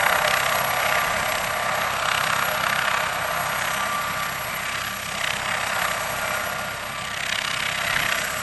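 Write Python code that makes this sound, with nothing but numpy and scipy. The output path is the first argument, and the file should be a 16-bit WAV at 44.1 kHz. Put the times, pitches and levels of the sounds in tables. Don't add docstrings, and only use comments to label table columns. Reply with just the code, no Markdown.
import sys
import numpy as np
from scipy import signal
from scipy.fft import rfft, irfft, next_fast_len
from scipy.io import wavfile
from scipy.ndimage import uniform_filter1d, map_coordinates

SR = 44100
rng = np.random.default_rng(int(sys.argv[2]) if len(sys.argv) > 2 else 0)


def wav_out(sig):
    wavfile.write(sys.argv[1], SR, np.round(np.clip(np.atleast_2d(sig).T, -1, 1) * 32767).astype(np.int16))


N = 371322
TIME = np.arange(N) / SR
BLADE_PASS_HZ = 32.65


def amp(db):
    return 10 ** (np.asarray(db) / 20)


def unit(x):
    return x / np.sqrt(np.mean(x ** 2) + 1e-20)


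def along(points, at):
    frequency, value = np.transpose(points)
    return np.interp(np.log(at + 1e-6), np.log(frequency), value)


def curves(rows):
    times, *columns = np.transpose(rows)
    return [np.interp(TIME, times, column) for column in columns]


def wobble(rate):
    knots = rng.standard_normal(8192)
    return map_coordinates(knots, [TIME * rate], mode="wrap")


def bell(x, centre, half_width):
    return np.exp(-((x - centre) / half_width) ** 2)


def swells(rows):
    return np.array([bell(TIME, s, half_length) for s, half_length, *_ in rows])


def filtered(x, response):
    size = next_fast_len(N + 8192)
    return irfft(rfft(x, size) * response(np.fft.rfftfreq(size, 1 / SR)), size)[..., :N]


def fading(hz, rate, steady=0):
    paths = steady + wobble(rate) + 1j * wobble(rate)
    angle = 2 * np.pi * np.cumsum(hz * np.ones(N)) / SR
    return unit((paths * np.exp(1j * angle)).real)


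# (frequency [Hz], side against mid [dB])
STEREO_WIDTH = [(20, -18), (40, -14), (80, -10), (160, -11), (210, -13.5), (290, -5), (400, -8.5),
                (560, -22), (1500, -22), (3300, -17.5), (4500, -24), (5600, -45), (8400, -45), (9700, -9.5),
                (12000, -19)]
def rush(colour, centre=1, patchy_db=1):
    hz, t, spectra = signal.stft(rng.standard_normal((2, N)), SR, nperseg=2048)
    centre = np.interp(t, TIME, centre * np.ones(N))
    eddies = uniform_filter1d(rng.standard_normal(spectra.shape[1:]), size=14, axis=0)
    eddies = unit(uniform_filter1d(eddies, size=9, axis=1))
    spectra *= amp(along(colour, hz[:, None] / centre) + patchy_db * eddies)
    spectra[1] *= amp(along(STEREO_WIDTH, hz))[:, None]
    mid, side = signal.istft(spectra, nperseg=2048)[1][:, :N]
    return unit(np.array([mid + side, mid - side]))


# (harmonic [x pass rate], base level [dB])
THUMP_HARMONICS = [(1, -58.5), (2, -52.5), (3, -53.5), (4, -49.5), (5, -51.5), (6, -55)]
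# (time [s], gain [dB])
UPPER_RIDE = [(0, -3), (.65, 5), (1.1, -2), (1.7, -1), (2.35, 5), (2.9, 0.5), (3.4, 3), (3.8, -2),
              (4.15, 1.5), (4.6, -5), (5.4, 2.5), (6, -3.5), (6.6, -1), (7.2, -5.5), (7.9, 2), (8.42, -4)]
def blade_thump(waver_db=0.36, waver_radians=0.14):
    angle = 2 * np.pi * BLADE_PASS_HZ * TIME
    ride_db, = curves(UPPER_RIDE)
    out = np.zeros(N)
    for harmonic, db in THUMP_HARMONICS:
        level_db = db + (harmonic >= 4) * ride_db + (harmonic + 0.5) * waver_db * wobble(3.93)
        phase = harmonic * (angle + waver_radians * wobble(5.5)) + rng.uniform(0, 2 * np.pi)
        out += np.sqrt(2) * amp(level_db) * np.sin(phase)
    return out


# (time [s], half length [s], swish level [dB], centre [Hz], edge against body [dB],
#  delay [blade passes], leading patch against main [ratio])
GUSTS = [(0.095, 0.11, -22.5, 1530, -24, 0.17, 0.11), (0.29, 0.12, -28, 1780, -7, 0.14, 0.13),
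         (0.476, 0.24, -31, 1620, -5.5, 0.14, .15), (0.895, 0.12, -28, 2100, -11, 0.2, 0.75),
         (1.333, 0.22, -31, 1790, -7.5, 0.18, 0.13), (1.778, 0.2, -33, 1480, -10, 0.26, 0.31),
         (2.13, 0.12, -28.5, 1870, -8, 0.19, 0.14), (2.352, 0.23, -24.5, 1420, -13, 0.18, 0.12),
         (2.685, 0.12, -28.5, 1650, -7, 0.14, .1), (2.926, 0.16, -24, 1520, -14, 0.15, 0.35),
         (3.328, 0.18, -31.5, 1350, -14, 0.21, 0.6), (3.707, 0.18, -28, 1750, -10.5, 0.3, 0.85),
         (4.227, 0.085, -36, 1700, -1.5, 0.22, .3), (4.774, 0.12, -33, 2030, -4.5, 0.32, 0.68),
         (5.235, 0.19, -32, 2400, -4.5, 0.23, 0.24), (5.583, 0.14, -28.5, 1870, -11, 0.26, 0.9),
         (5.818, 0.12, -27, 1680, -10.5, 0.1, 0.5), (6.343, 0.1, -29.5, 1590, -14, 0.29, 1),
         (7.067, 0.1, -42, 2400, 10, 0.24, 0.33), (7.19, .07, -32, 2070, -6, 0.25, 0.4),
         (7.28, 0.064, -36.5, 2200, 2, .2, 0.51), (7.39, 0.097, -28.5, 2080, -5.5, 0.23, 0.38),
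         (7.52, 0.086, -32.5, 2100, -2, 0.29, 0.5), (7.664, 0.15, -28.5, 2150, -7.5, 0.3, 0.75),
         (7.966, 0.13, -26, 1850, -8.5, 0.26, 1), (8.151, 0.13, -29.5, 1890, -8, 0.36, 0.56)]
def rough_air(calm_db=-38, calm_hz=2000, calm_edge_db=-7.5, calm_delay_passes=0.3, calm_lead=1.2):
    gusts = np.array(GUSTS)
    power = np.vstack([swells(GUSTS) * amp(gusts[:, 2:3]) ** 2, np.full(N, amp(calm_db) ** 2)])
    total = power.sum(axis=0)
    settings = np.vstack([gusts[:, 3:], (calm_hz, calm_edge_db, calm_delay_passes, calm_lead)])
    centre_hz, edge_db, delay, lead = settings.T @ power / total
    passes = BLADE_PASS_HZ * TIME - delay
    return 10 * np.log10(total), centre_hz, edge_db, lead, passes


def lobe(passes, width, skew=0.03):
    angle = 2 * np.pi * passes
    skewed_width = 2 * np.pi * width * (1 - skew * np.sin(angle))
    return np.exp((np.cos(angle) - 1) / skewed_width ** 2)


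# (frequency [x centre], relative level [dB])
SWISH_BODY = [(.18, -45), (.36, -7.5), (.55, -3), (.8, 4), (1.1, 3.5), (1.7, -7), (2.6, -16.5), (5, -48)]
# (frequency [Hz], relative level [dB])
SWISH_EDGE = [(900, -38), (2000, -1.5), (3100, 6.5), (4000, 2.5), (5200, -2.5), (7500, -2), (10000, -9),
              (15000, -34)]
def blade_swish(passes, level_db, centre_hz, edge_db, lead, lead_passes=0.3, scatter_db=0.5, grain_db=2):
    jittered = passes + 0.012 * wobble(33)
    strength = amp(level_db + scatter_db * wobble(33))
    grain = unit(amp(grain_db * wobble(900)))

    def gate(width):
        main, leading = lobe(jittered, width), lead * lobe(jittered + lead_passes, width)
        return unit(np.sqrt((main ** 2 + leading ** 2) / (1 + lead ** 2)))
    body = gate(width=0.14) * rush(SWISH_BODY, centre_hz, patchy_db=1.8)
    edge = amp(edge_db) * gate(width=0.1) * rush(SWISH_EDGE, patchy_db=2.6)
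    return strength * grain * (body + edge)


# (time [s], exhaust base level [dB], fan rush base level [dB])
ENGINE_RIDE = [(0.0, -25.5, -29.5), (0.4, -29.5, -28), (0.9, -27.5, -29.5), (1.1, -29, -28.5),
               (1.45, -30.5, -32), (1.85, -31, -29), (2.05, -33.5, -27.5), (2.35, -32.5, -28),
               (2.65, -33, -28.5), (3.35, -34, -30), (3.9, -36.5, -32.5), (4.1, -36.5, -30.5),
               (4.41, -36.5, -33.5), (4.78, -38, -32), (5.05, -37.5, -35), (5.53, -34.5, -33.5),
               (5.8, -33, -31), (6.3, -33, -31), (7.06, -39, -35), (7.25, -39, -39.5), (7.6, -39, -37),
               (7.85, -33.5, -31), (8.04, -33.5, -31.5), (8.42, -36, -31.5)]
# (time [s], base level [dB])
INTAKE_RIDE = [(0.0, -37.5), (0.47, -37.5), (1.83, -41), (2.01, -42.5), (2.25, -40.5), (3.0, -42.5),
               (3.68, -39.5), (3.85, -41.5), (4.9, -42), (5.84, -40), (6.33, -39.5), (6.66, -44),
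               (7.13, -47.5), (7.39, -45.5), (8.25, -38), (8.42, -38.5)]
# (frequency [Hz], relative level [dB])
EXHAUST_COLOUR = [(200, -36), (370, -22), (480, -6.5), (570, -2.5), (620, 4), (730, 3), (870, -3.5),
                  (1100, -4), (1600, -26), (3000, -56)]
FAN_COLOUR = [(500, -28.5), (900, -4), (1200, 3.5), (1600, 0), (2300, -1.5), (3000, -8.5), (4200, -12),
              (6000, -23.5), (10000, -63)]
INTAKE_COLOUR = [(2000, -4.5), (4000, -7.5), (5500, 1), (6800, 1.5), (7600, 4.5), (8600, 2.5), (9800, -5),
                 (11100, -5.5), (11800, -9.5), (13500, -16.5), (15000, -33), (15700, -32)]
def engine_roar(passes, fan_trim_db=0.2, hiss_trim_db=1.63, flutter_db=0.14, hiss_flutter_db=1.0):
    exhaust_db, fan_db, hiss_db = curves(ENGINE_RIDE) + curves(INTAKE_RIDE)
    chop = 1 + 0.082 * np.cos(2 * np.pi * passes)
    exhaust = amp(exhaust_db + flutter_db * wobble(45)) * rush(EXHAUST_COLOUR, patchy_db=0.64)
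    fan = amp(fan_db + fan_trim_db + flutter_db * wobble(55)) * rush(FAN_COLOUR, patchy_db=0.3)
    hiss_gain = amp(hiss_db + hiss_trim_db + hiss_flutter_db * wobble(45))
    return chop * (exhaust + fan + hiss_gain * rush(INTAKE_COLOUR, patchy_db=2.2))


# (time [s], gain [dB])
HOLLOW_RIDE = [(0, 0.5), (.4, 0.5), (2, 1), (2.35, 0), (2.7, -1.5), (3.5, 3), (4.6, 0), (5, -5.5),
               (5.2, 2.5), (5.8, 2.5), (6.2, 0.5), (6.8, 0), (7.12, -2), (7.5, -0.5), (8.42, -4.5)]
WOODY_RIDE = [(0, 0.5), (.9, 3), (1.5, 1.5), (1.8, 4), (2.1, -10), (2.45, -0.5), (2.95, -4), (3.3, -1),
              (4.5, 3), (5, -3), (5.25, 2.5), (5.45, -0.5), (6.9, -1.5), (7.2, 3.5), (7.45, -1), (7.7, 1),
              (8, 0.5), (8.42, -0.5)]
def slow_phasing(air):
    for ride, centre_hz, width_hz in ((HOLLOW_RIDE, 890, 230), (WOODY_RIDE, 2040, 270)):
        band = filtered(air, lambda hz: bell(hz, centre_hz, width_hz))
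        air = air + (amp(curves(ride)[0]) - 1) * band
    return air


# (time [s], half length [s], level [dB])
BUFFETS = [(0.1, 0.32, -48), (1.22, 0.28, -42), (7.987, 0.075, -35.5)]
# (frequency [Hz], relative level [dB])
RUMBLE_COLOUR = [(8, -30), (25, -18), (50, -26), (85, -3), (125, -2), (200, -0.5), (250, -7), (310, -12.5),
                 (420, -11.5), (900, -36)]
BUFFET_COLOUR = [(10, -10), (30, 3), (70, 2), (200, -2), (450, -16), (900, -45)]
def downwash(rumble_db=-43, follow=0.086):
    exhaust_db = curves(ENGINE_RIDE)[0]
    lift_db = follow * (exhaust_db - exhaust_db.mean())
    rumble = amp(rumble_db + lift_db) * rush(RUMBLE_COLOUR, patchy_db=0.5)
    buffeting = amp(np.array(BUFFETS)[:, 2]) @ swells(BUFFETS)
    return rumble + buffeting * rush(BUFFET_COLOUR)


# (time [s], level [dB])
FAN_TONE_RIDE = [(0, -35), (.85, -33), (1.07, -28.5), (1.22, -37.5), (1.4, -39), (1.85, -32.5), (1.98, -38),
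                 (2.2, -38), (2.6, -35), (2.95, -34), (3.1, -42), (3.42, -33), (3.62, -48), (3.76, -34),
                 (3.9, -26.5), (4.1, -33.5), (4.28, -31.5), (4.45, -40), (4.85, -38), (5.35, -45),
                 (5.85, -37.5), (6.3, -42), (6.75, -42), (6.88, -39.5), (7.11, -35.5), (7.2, -45),
                 (7.8, -47), (8.05, -43), (8.42, -39)]
GEAR_TONE_RIDE = [(0, -38), (.7, -38.5), (1.1, -32), (1.4, -39), (1.95, -40), (2.1, -36), (3, -36.5),
                  (3.4, -38), (4.2, -40), (5.3, -54), (5.75, -35), (6.05, -45), (6.35, -32.5), (6.55, -40),
                  (6.62, -35.5), (6.73, -37), (6.83, -46), (7.6, -46), (8, -50), (8.15, -46), (8.42, -35.5)]
def machinery(fan_hz=1173, gear_hz=1415, drone_hz=613, octave_db=-14.5, drone_db=-14, shaft_db=-18.5):
    fan_db, gear_db = curves(FAN_TONE_RIDE) + curves(GEAR_TONE_RIDE)
    exhaust_db, fan_rush_db, hiss_db = curves(ENGINE_RIDE) + curves(INTAKE_RIDE)
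    out = amp(fan_db) * fading(fan_hz, rate=30, steady=4.1)
    out += amp(gear_db) * fading(gear_hz, rate=36, steady=2.8)
    out += amp(fan_rush_db + octave_db) * fading(2 * fan_hz, rate=13, steady=1.2)
    out += amp(exhaust_db + drone_db) * fading(drone_hz, rate=28)
    for shaft_hz in (4598, 6014, 7505):
        out += amp(hiss_db + shaft_db) * fading(shaft_hz, rate=23)
    return out


# (time [s], level [dB])
WHISTLE_RIDE = [(0, -36), (.45, -43.5), (.6, -35), (.75, -41.5), (1, -40.5), (1.3, -40.5), (1.7, -46),
                (2.37, -43), (2.49, -35.5), (2.65, -43), (3.17, -47), (3.33, -40), (3.5, -45), (3.7, -41),
                (4.02, -45), (4.15, -44.5), (4.55, -40.5), (4.75, -51), (4.95, -40), (5.1, -48.5),
                (5.65, -50), (5.82, -38), (6.05, -44), (6.5, -41), (6.65, -48), (7.1, -53), (7.5, -50),
                (8.3, -40)]
# (time [s], pitch [Hz])
WHISTLE_PITCH = [(0, 11372), (.8, 11358), (4.3, 11366), (6.9, 11357), (8.1, 11335), (8.42, 11360)]
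def compressor_whistle(wander_hz=9):
    level_db, hz = curves(WHISTLE_RIDE) + curves(WHISTLE_PITCH)
    hz += wander_hz * wobble(20)
    core = fading(hz, rate=40, steady=1.5) + 0.42 * fading(hz, rate=130)
    halo = np.array([fading(hz, rate=240) for _ in range(2)])
    return amp(level_db) * unit(core + 0.24 * halo)


# (time [s], level over 4 ms [dB], centre [Hz], rattle spread [s])
HARD_SLAPS = [(0.037, -20, 1500, .0025), (0.0661, -18, 1750, .0025), (.0985, -24.5, 1700, 0.0018),
              (0.1274, -18, 1850, .0022), (0.159, -18, 1300, .002), (0.19, -20, 1600, 0.0034),
              (.2484, -23, 2200, .0015), (0.2805, -19.5, 3270, .0011), (.3108, -20.5, 2820, .0013),
              (.341, -23, 2400, .0015), (0.3712, -22, 2590, 0.0022), (0.4636, -20.5, 2220, .0015),
              (.4937, -22, 1900, .002), (.925, -18, 1660, .0013), (1.23, -26, 1700, .002),
              (1.262, -25, 1800, .002), (1.322, -24, 2200, .0015), (1.354, -27, 3000, .0015),
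              (1.384, -27, 3000, .0015), (1.8194, -20.5, 1700, .002), (2.087, -20, 2000, .001),
              (2.1168, -18, 2230, 0.0023), (2.1498, -22, 2110, 0.0017), (2.179, -18.5, 2150, .0025),
              (2.2402, -21, 2200, .0015), (2.272, -19, 2100, 0.0033), (2.303, -23, 2000, 0.0016),
              (2.3312, -23, 1700, .0012), (2.363, -26, 1600, 0.0018), (2.4256, -18, 1550, 0.0014),
              (2.639, -21, 2000, .0012), (2.668, -21, 1800, .0015), (2.701, -26, 2200, .003),
              (2.73, -19, 1840, .0013), (2.7606, -24, 1950, .0015), (2.7908, -20.5, 1690, 0.0011),
              (2.82, -25, 2100, .002), (2.8822, -17.5, 1600, 0.0022), (2.914, -24, 1800, .002),
              (5.2444, -20, 2650, .001), (5.276, -23, 2400, .001), (5.3072, -18, 2250, 0.0016),
              (5.336, -27, 2100, .001), (5.368, -27, 2300, .002), (5.8197, -20.5, 1900, .002),
              (5.885, -26, 1800, .002), (5.9188, -26, 2600, .0015), (7.176, -30, 2000, .002),
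              (7.2045, -30, 2000, .002), (7.2345, -23, 2200, .004), (7.265, -33, 5200, .003),
              (7.296, -26, 4000, .002), (7.3275, -20, 2400, 0.0029), (7.3587, -20.5, 2450, .0025),
              (7.3884, -27, 2500, 0.0018), (7.419, -25, 2400, .002), (7.4504, -22, 2600, .002),
              (7.4818, -25, 2600, .002), (7.5138, -23, 2500, .002), (7.5425, -25, 2900, .002),
              (7.6046, -23, 2500, .0013), (7.9638, -16, 1750, 0.0016), (8.065, -27, 2500, .002),
              (8.1242, -19.5, 2760, .001)]
# (frequency [x centre], relative level [dB])
SLAP_COLOUR = [(.12, -42), (.3, -26), (.6, -0.5), (1, 5.5), (1.5, -1.5), (3, -20), (6, -58)]
def blade_slaps(passes, level_db, centre_hz, light_db=-7.5, scatter_db=1.4, light_spread_s=0.0018):
    starts = np.flatnonzero(np.diff(np.floor(passes)) > 0)
    chance = rng.standard_normal((len(starts), 2))
    light_slaps = [(i / SR + 0.0008 * late, level_db[i] + light_db + scatter_db * size,
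                    1.02 * centre_hz[i], light_spread_s) for i, (late, size) in zip(starts, chance)]
    half, level_window_s = 512, 0.004
    t = np.arange(-half, half) / SR
    bins_hz = np.fft.rfftfreq(len(t), 1 / SR)
    spike = 2 * (t == 0)
    out = np.zeros(N + 4 * half)
    for s, db, hz, spread_s in HARD_SLAPS + light_slaps:
        rattle = 0.58 * np.exp(-np.abs(t) / spread_s) * rng.standard_normal(len(t))
        colour = amp(along(SLAP_COLOUR, bins_hz / hz))
        crack = irfft(1j * rfft(spike + rattle) * colour)
        crack *= amp(db) * np.sqrt(level_window_s * SR) / np.linalg.norm(crack)
        out[np.clip(round(s * SR), 0, N):][:len(t)] += crack
    return out[half:][:N]


def reflected(x, delay_s=0.00105, share=0.19, corner_hz=1800):
    def comb(hz):
        highpass = hz ** 2 / (hz ** 2 + corner_hz ** 2)
        return 1 + share * highpass * np.exp(-2j * np.pi * hz * delay_s)
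    return filtered(x, comb)


# (time [s], half length [s], level [dB], pitch [Hz])
HOOTS = [(0.246, .05, -32.5, 628), (0.536, 0.03, -32.5, 672), (1.05, 0.063, -36, 706),
         (1.315, 0.089, -33, 617), (1.632, 0.04, -33, 710), (1.766, 0.082, -35, 615),
         (2.544, 0.065, -32, 616), (3.024, 0.053, -38, 617), (3.2, .05, -33, 712), (3.3, 0.065, -33, 616),
         (3.39, 0.03, -30.5, 710), (3.72, .06, -37.5, 612), (5.53, .05, -42, 614), (6.297, 0.14, -43, 618),
         (6.85, .07, -42, 612), (7.86, 0.052, -38, 680), (8.38, 0.089, -44, 612)]
def exhaust_hoots(wander_hz=9):
    warble = 2 * np.pi * np.cumsum(wander_hz * wobble(11)) / SR
    return sum(np.sqrt(2) * amp(db) * bell(TIME, s, half_length) * np.sin(2 * np.pi * hz * TIME + warble)
               for s, half_length, db, hz in HOOTS)


# (time [s], level [dB])
TICKS = [(.647, -48), (.679, -40), (1.317, -50), (1.35, -45), (1.381, -46), (2.959, -49), (2.992, -39),
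         (3.045, -47), (3.992, -47), (4.025, -41), (4.079, -44)]
# (frequency [Hz], relative level [dB])
TICK_COLOUR = [(7000, -30), (11000, -2), (13000, 2), (15500, -4)]
def ticks(half_length_s=0.0024):
    return sum(amp(db) * bell(TIME, s, half_length_s) for s, db in TICKS) * rush(TICK_COLOUR)


def scene():
    level_db, centre_hz, edge_db, lead, passes = rough_air()
    swish = blade_swish(passes, level_db, centre_hz, edge_db, lead)
    air = slow_phasing(swish + engine_roar(passes)) + downwash()
    tones = blade_thump() + machinery() + exhaust_hoots() + compressor_whistle()
    slaps = blade_slaps(passes, level_db, centre_hz)
    return reflected(air + slaps) + tones + ticks()


# (frequency [Hz], phase lead [rad], level [dB])
MIC_PAIR = [(40, .04, .2), (300, .16, 0), (1100, .12, -.6), (2600, .22, -.4), (4200, 0, 0)]
def record(dry):
    def response(hz, cutoff_hz=15500):
        pair, sides = np.array(MIC_PAIR), np.array([[0.5], [-0.5]])
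        lead, level_db = (sides * along(pair[:, [0, k]], hz) for k in (1, 2))
        return (hz < cutoff_hz) * amp(level_db) * np.exp(1j * lead)
    return filtered(dry, response)


dry = scene()
out = record(dry)
wav_out(out)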